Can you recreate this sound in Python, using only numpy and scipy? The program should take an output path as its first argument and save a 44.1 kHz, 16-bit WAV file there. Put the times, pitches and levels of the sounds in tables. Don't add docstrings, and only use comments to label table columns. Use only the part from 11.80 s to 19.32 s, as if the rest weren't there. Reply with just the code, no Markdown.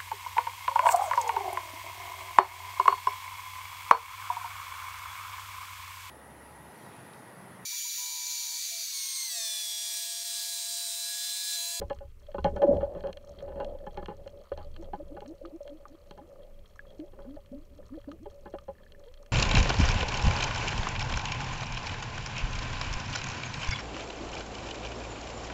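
import sys
import numpy as np
from scipy import signal
from scipy.fft import rfft, irfft
from scipy.io import wavfile
from scipy.ndimage import uniform_filter1d

SR = 44100
rng = np.random.default_rng(int(sys.argv[2]) if len(sys.argv) > 2 else 0)


def invert_db(level):
    return 10 ** (np.asarray(level, dtype=float) / 20)


def transcribe(signal):
    frames = np.atleast_2d(signal).T
    limited = np.clip(frames, -1, 1)
    pcm = np.round(limited * 32767).astype(np.int16)
    wavfile.write(sys.argv[1], SR, pcm)


N = 331632
T = np.arange(N) / SR


def unit(x):
    return x / np.sqrt(np.mean(x ** 2))


def coloured(x, points):
    pitch_hz, level_db = np.transpose(points)
    f = np.maximum(np.fft.rfftfreq(len(x), 1 / SR), 1)
    gain_db = np.interp(np.log(f), np.log(pitch_hz), level_db, left=-60, right=-60)
    return irfft(rfft(x) * invert_db(gain_db), len(x))


def walk(rate):
    hold = int(SR / rate)
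    levels = np.repeat(rng.standard_normal(N // hold + 1), hold)
    smooth = uniform_filter1d(uniform_filter1d(levels, hold), hold)
    return unit(smooth[:N])


def add(out, start_s, x):
    i = max(int(start_s * SR), 0)
    out[i:i + len(x)] += x[:N - i]


def burst(fade_ms, noise):
    t = T[:len(noise)] * 1000 / fade_ms
    return noise * (1 - np.exp(-6 * t)) * np.exp(-t)


def grains(per_s, spread_db):
    hit = rng.random(N) < per_s / SR
    boost_db = spread_db * np.minimum(rng.exponential(size=N), 4)
    return hit * rng.standard_normal(N) * invert_db(boost_db)


# pitch_hz, width_hz (wider dies faster),
# level_db (before each kind of strike weights it)
HOUSING_MODES = [(109, 84, -16.5), (179, 33, -4.5), (403.5, 88, 3), (534.7, 38, 8.5), (565.6, 24.1, 17.5),
                 (824, 33.8, 3), (1008, 32, -7.5), (1213, 305, -12), (1493, 51, -19), (1730, 88, -21),
                 (2140, 110, -32), (2475, 190, -35), (2806, 53, -32.5), (3145, 150, -32.5),
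                 (3320, 140, -40.5), (4213, 260, -39.5), (5010, 170, -57.5), (6000, 1200, -47),
                 (8100, 470, -61.5)]


def shell(weight_db, rise_ms, chance=None):
    t = T[:SR // 8]
    ring = 0
    for k, (hz, width_hz, level_db) in enumerate(HOUSING_MODES):
        start_turn, luck = (0, 0) if chance is None else chance[k]
        swell = (1 - np.exp(-t * 1000 / (rise_ms + 400 / hz))) ** 2
        fade = np.exp(-np.pi * width_hz * t)
        strength = invert_db(level_db + weight_db(hz) + 4 * luck) * width_hz
        ring = ring + strength * swell * fade * np.sin(2 * np.pi * (hz * t + start_turn))
    return ring


# time_s, churn_db (before gusts), surge_db
WATER_LEVELS = [(0.0, -51, -41.5), (0.29, -88, -50), (0.48, -56.5, -56.5), (0.69, -58, -34),
                (0.88, -24, -55), (0.94, -30, -30.5), (1.11, -35.5, -51), (1.36, -55, -57),
                (1.61, -54.5, -54.5), (1.76, -43.5, -52.5), (1.99, -46, -54), (2.47, -58, -50.5),
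                (2.7, -58, -67), (2.72, -58, -47), (3.35, -57, -54), (3.73, -56, -63.5), (6.41, -64, -53),
                (7.52, -60, -62.5)]
# pitch_hz, level_db (relative)
SLOSH_COLOUR = [(80, -35.5), (110, 0.5), (200, 3.5), (300, -7), (420, 3.5), (700, -27.5), (1300, -30)]
SURGE_COLOUR = [(36, -13), (52, -2.5), (64, 6.5), (76, -1.5), (90, -1), (115, -10.5), (150, -18.5)]
SWAY_COLOUR = [(8, -5.5), (24, 14.5), (34, -13.5)]
SLOSH_FOLLOWS_CHURN, SLOSH_OFFSET_DB = 0.36, -6.5
SWAY_DB, SWAY_WANDER_DB, SWAY_FOLLOWS_SURGE = -49, 2, 0.58


def water():
    time_s, *columns = np.transpose(WATER_LEVELS)
    churn_db, surge_db = (np.interp(T, time_s, c) for c in columns)
    gust = walk(26)

    drum = shell(lambda hz: -9 * np.abs(np.log2(hz / 570)), 0.26)
    churn = unit(signal.fftconvolve(rng.standard_normal(N), drum)[:N])
    gusty_churn = churn * invert_db(6.3 * np.tanh(gust))

    upper = shell(lambda hz: 2.5 * np.log2(hz / 1000) - 25 * (hz < 700), 0.2)
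    drops = unit(signal.fftconvolve(grains(500, 4), upper)[:N])
    spatter = drops * invert_db(-29.5 + 2.5 * walk(15))

    colours = (SLOSH_COLOUR, SURGE_COLOUR, SWAY_COLOUR)
    slosh, surge, sway = (unit(coloured(rng.standard_normal(N), c)) for c in colours)
    sway_db = SWAY_DB + SWAY_FOLLOWS_SURGE * (surge_db - surge_db.mean()) + SWAY_WANDER_DB * walk(3.36)
    slosh_db = SLOSH_OFFSET_DB + surge_db + SLOSH_FOLLOWS_CHURN * (churn_db - surge_db)
    slosh_db = slosh_db + 2 * gust + 2.5 * walk(14)
    low = slosh * invert_db(slosh_db) + surge * invert_db(surge_db) + sway * invert_db(sway_db)
    return (gusty_churn + spatter) * invert_db(churn_db) + low


FIZZ_PER_S, FIZZ_OFFSET_DB = 49, -4.5
FIZZ_LOW_HZ, FIZZ_OCTAVES = 184.2, 2.3
FIZZ_CYCLES = 5.5


def fizz():
    out = np.zeros(N)
    time_s, churn_db, _ = np.transpose(WATER_LEVELS)
    for when, size, luck in rng.random((int(FIZZ_PER_S * T[-1]), 3)):
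        start_s = when * T[-1]
        octaves = FIZZ_OCTAVES * size
        hz = FIZZ_LOW_HZ * 2 ** octaves
        turn = T[:int(4 * FIZZ_CYCLES / hz * SR)] * hz / FIZZ_CYCLES
        level_db = np.interp(start_s, time_s, churn_db) + FIZZ_OFFSET_DB - octaves - 2.9 * np.log(luck + 0.036)
        swell = (1 - np.exp(-9 * turn)) * np.exp(-2.2 * turn)
        tone = np.sin(2 * np.pi * FIZZ_CYCLES * (turn + 0.053 * turn ** 2))
        add(out, start_s, invert_db(level_db) * swell * tone)
    return out


def crackle():
    out, flurry = 0, walk(16)
    # centre_hz, level_db, snaps per second
    swarms = ((1276, -72.5, 260), (1796, -80, 18), (3100, -75.5, 90), (4300, -80.5, 60), (6900, -78.5, 45))
    for centre_hz, level_db, per_s in swarms:
        ring = shell(lambda hz: 8 * np.log2(hz / 1000) - 24 * np.log2(hz / centre_hz) ** 2, 0.2)
        ring = ring * np.exp(-T[:len(ring)] / 0.0027)
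        swarm = grains(per_s, 4.2) * invert_db(2.8 * flurry)
        swarm = signal.fftconvolve(swarm, burst(2.5, rng.standard_normal(600)))[:N]
        out = out + invert_db(level_db) * unit(signal.fftconvolve(swarm, ring)[:N])
    return out


# pitch_hz, level_db (relative)
HISS_COLOUR = [(880, -4.5), (1500, -9.5), (2650, -7), (3130, -12), (3630, -15.5), (9240, -16.5),
               (13700, -19), (15700, -20.5)]
HISS_DB = -74.5
WHINE_HZ, WHINE_STEP_HZ, WHINE_SAG_HZ = 13438.5, 83.2, 16
WHINE_DB, WHINE_FALL_DB = -78, 11.5


def electronics():
    hiss = invert_db(HISS_DB) * unit(coloured(rng.standard_normal(N), HISS_COLOUR))
    sag_hz = WHINE_SAG_HZ * (.5 - T / T[-1]) + 2.8 * walk(2.5)
    whine = np.zeros(N)
    for k in np.arange(8) - 7 / 2:
        level_db = WHINE_DB - WHINE_FALL_DB * np.log2(1 + 2 * min(abs(k), 2))
        line_hz = WHINE_HZ + k * WHINE_STEP_HZ + sag_hz
        phase = 2 * np.pi * np.cumsum(line_hz) / SR + k ** 2
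        whine += invert_db(level_db) * np.sqrt(2) * np.sin(phase)
    return hiss + whine


# start_s, peak_db (before the wall muffles it),
# hardness_db (higher wakes more of the modes far from the main ring), rattle_ms
GEAR_KNOCKS = [(0.017, -25, -10.5, 15), (0.105, -23, -8.5, 12.4), (0.209, -37, -18, 31),
               (0.488, -38.5, -27, 22), (0.547, -23.5, -14, 9.7), (0.585, -26.5, -2, 8),
               (0.648, -14, -5, 28), (0.765, -27, 0, 17), (0.821, -16, -8.5, 18.4),
               (0.836, -10.5, -61.5, 3.2), (0.883, -21.5, -42, 4), (1.011, -29.5, 1, 32),
               (1.032, -19.5, -70, 1.9), (1.152, -32.5, -13.5, 51), (1.24, -25, -11, 89),
               (1.366, -40, -34, 14), (1.625, -33, -20.5, 34), (1.681, -35, -8, 54), (1.76, -36, 3, 53),
               (1.803, -26.5, -2, 28.5), (1.895, -32, -38, 3), (1.949, -35.5, -19, 19),
               (2.069, -28, -7, 12), (2.176, -26, -8, 22), (2.229, -33, -4, 5.7), (2.286, -28.5, 0, 34),
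               (2.461, -34.5, -13, 13), (2.72, -23.5, -9, 8.1), (2.777, -33, -5.5, 32),
               (3.027, -39, -10, 8.7), (3.089, -39.5, -58, 1.8), (3.135, -25.5, -10, 14.2),
               (3.201, -34, -33, 8.6), (3.369, -34.5, -13.5, 11), (3.421, -34, 18, 4.5),
               (3.615, -35, -51, 11), (3.808, -34.5, -32, 6.9), (3.855, -39, -33, 43),
               (4.059, -48.5, 12, 6.5), (4.312, -37.5, -8.5, 3.2), (4.379, -39.5, -5, 11),
               (5.335, -43, 2, 14), (5.391, -39, -4.5, 24), (5.447, -44.5, 1, 20), (5.569, -36, -26, 15),
               (5.728, -41, -33, 8), (5.99, -42, -45, 21), (6.177, -37, -49, 9.9), (6.286, -36.5, -27, 6.8),
               (6.459, -34.5, -10.5, 7.9), (6.66, -35.5, -6, 16), (6.741, -28, -15.5, 12.4),
               (6.883, -28.5, -11, 20)]


def knocks():
    out = np.zeros(N)
    chances = rng.random((len(GEAR_KNOCKS), len(HOUSING_MODES), 2))
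    rattles = rng.standard_normal((len(GEAR_KNOCKS), 3000))
    for (start_s, peak_db, hardness_db, rattle_ms), chance, rattle in zip(GEAR_KNOCKS, chances, rattles):
        def weight_db(hz):
            far = np.clip(np.abs(np.log2(hz / 590)) / 0.18 - .2, 0, 1.1)
            return (hardness_db + 15) * far + 4.47 * np.abs(np.log2(hz / 600))

        ring = shell(weight_db, 0.66, chance)
        duller = uniform_filter1d(rattle * np.abs(rattle), size=4)
        push = duller * np.exp(-(T[:len(rattle)] * 1000 / rattle_ms) ** 1.6)
        push = .9 * push / np.sqrt(np.sum(push ** 2))
        push[0] = 1
        knock = signal.fftconvolve(push, ring)
        add(out, start_s - .003, knock * invert_db(peak_db) / np.abs(knock).max())
    return out


# start_s, peak_db (before the wall muffles it), centre_hz (the modes near it are favoured)
REEF_SNAPS = [(0.0998, -38, 2760), (0.1309, -44, 3220), (0.188, -46.5, 3300), (0.5174, -50.5, 3110),
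              (0.6445, -26.5, 3320), (0.7657, -41.5, 2820), (0.8213, -38, 2800), (0.9698, -41.5, 3030),
              (1.2076, -43.5, 3200), (1.272, -40.5, 3100), (1.33, -36, 4600), (1.3726, -39, 3370),
              (1.6058, -45, 2420), (1.8021, -37, 2800), (1.8471, -38.5, 4050), (2.065, -62, 2800),
              (2.145, -50, 4100), (2.174, -36.5, 2770), (2.2593, -34.5, 2620), (2.477, -40.5, 3000),
              (2.7761, -40, 4300), (2.9643, -39, 3100), (3.406, -42.5, 3190), (3.4612, -45.5, 3100),
              (3.6566, -43.5, 4080), (3.8778, -40.5, 3180), (4.3104, -41.5, 4700), (5.2004, -47, 3320),
              (5.661, -52, 3130), (6.2156, -51.5, 3330), (6.316, -43, 3060), (6.787, -42.5, 3100),
              (7.1218, -44.5, 4300), (7.341, -45.5, 4580), (7.4622, -50, 3300)]


def snaps():
    out = np.zeros(N)
    chances = rng.random((len(REEF_SNAPS), len(HOUSING_MODES), 2))
    cracks = rng.standard_normal((len(REEF_SNAPS), 200))
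    for (start_s, peak_db, centre_hz), chance, crack in zip(REEF_SNAPS, chances, cracks):
        snap = shell(lambda hz: 9 * np.log2(hz / 1000) - 6 * np.log2(hz / centre_hz) ** 2, 0.28, chance)
        snap = snap * np.exp(-T[:SR // 8] / 0.018)
        snap /= np.abs(snap).max()
        snap[:len(crack) - 1] += .3 * np.diff(burst(.4, crack))
        add(out, start_s - .001, snap * invert_db(peak_db) / np.abs(snap).max())
    return out


def gliding_tones(tones, rough):
    out, wobble, flutter = np.zeros(N), walk(70), walk(110)
    for start_s, length_s, start_hz, end_hz, level_db, loudest in tones:
        u = np.linspace(0, 1, int(length_s * SR))
        i = slice(int(start_s * SR), int(start_s * SR) + len(u))
        hz = start_hz + (end_hz - start_hz) * (1 - (1 - u) ** 1.6) + 30 * rough * wobble[i]
        phase = 2 * np.pi * np.cumsum(hz) / SR
        loudest = np.clip(loudest, .05, .95)
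        rise, fall = np.sqrt(u / loudest), ((1 - u) / (1 - loudest)) ** 1.5
        swell = np.sin(np.pi / 2 * np.minimum(rise, fall)) ** 1.5
        swell = swell * (1 - .6 * rough + .7 * rough * flutter[i])
        out[i] += invert_db(level_db) * np.sqrt(2) * swell * (np.sin(phase) + 0.11 * np.sin(2 * phase))
    return out


# start_s, length_s, start_hz, level_db (before flutter)
AIR_RUSHES = [(.839, 0.069, 401.7, -32), (.879, 0.093, 302, -28), (.93, 0.059, 250, -30)]
RUSH_HZ_PER_S, RUSH_LOUDEST = -1050, .1


def rushes():
    tones = [(s, length_s, hz, hz + RUSH_HZ_PER_S * length_s, level_db, RUSH_LOUDEST)
             for s, length_s, hz, level_db in AIR_RUSHES]
    return gliding_tones(tones, rough=1.5)


# start_s, length_s, start_hz, level_db (before
RISING_TONES = [(2.984, .05, 289, -45, 0.54), (3.171, 0.064, 263, -44.5, 0.98),
                (3.297, 0.077, 262, -40.5, 0.75), (3.448, 0.095, 200, -43, 0.77),
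                (3.618, 0.074, 262, -41, 0.84), (3.721, 0.062, 282, -40, 0.68),
                (3.895, 0.099, 247.5, -46.5, 0.56), (4.096, 0.068, 254, -48.5, 0.9),
                (4.402, 0.07, 258, -52, 0.52), (5.065, 0.046, 3320, -56.5, 0.5),
                (5.193, 0.079, 300, -34.5, 0), (5.444, 0.14, 173, -43.5, 0.67),
                (5.715, 0.16, 247, -38.5, 0), (5.899, 0.11, 222, -56, 0.9),
                (6.102, 0.089, 224.4, -39, 0.79), (6.274, 0.12, 273, -40, .05),
                (6.396, 0.07, 188, -45, 0.34), (6.462, 0.061, 382, -42.5, .1),
                (7.257, 0.08, 477, -49, 0.32)]
RISE_TOP_HZ, RISE_LEAST_HZ = 343, 27


def rising_tones():
    tones = [(s, length_s, hz, max(RISE_TOP_HZ, hz + RISE_LEAST_HZ), level_db, loudest)
             for s, length_s, hz, level_db, loudest in RISING_TONES]
    return gliding_tones(tones, rough=.45)


# start_s, peak_db (before the wall muffles it), pitch_hz
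SHORT_PLINKS = [(3.653, -38.5, 1226), (4.0564, -37.5, 1190), (4.9945, -34.5, 1680), (6.318, -40.5, 1237),
                (6.787, -41.5, 1214), (6.954, -58, 1760), (6.986, -54, 1740), (7.036, -56, 1730),
                (7.0665, -50.5, 1730), (7.15, -50.5, 1756)]


def plinks():
    out, t = np.zeros(N), T[:SR // 20]
    swell = (1 - np.exp(-t / 0.00014)) ** 2 * np.exp(-t / 0.0043)
    for start_s, peak_db, pitch_hz in SHORT_PLINKS:
        tone = np.sin(2 * np.pi * pitch_hz * t)
        add(out, start_s - .002, invert_db(peak_db) * swell / swell.max() * tone)
    return out


def scene():
    wet = water() + fizz() + crackle() + knocks() + snaps() + rushes() + rising_tones() + plinks()
    wall = signal.butter(2, 7300, fs=SR, output="sos")
    return (signal.sosfilt(wall, wet) + electronics())[None]


def low_pass(x):
    return signal.sosfilt(signal.butter(12, 16410, fs=SR, output="sos"), x)


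def record(dry):
    top_cut = signal.ellip(10, .2, 60, 15790, fs=SR, output="sos")
    mix = signal.sosfilt(top_cut, dry)
    return low_pass(mix)


dry = scene()
out = record(dry)
transcribe(out)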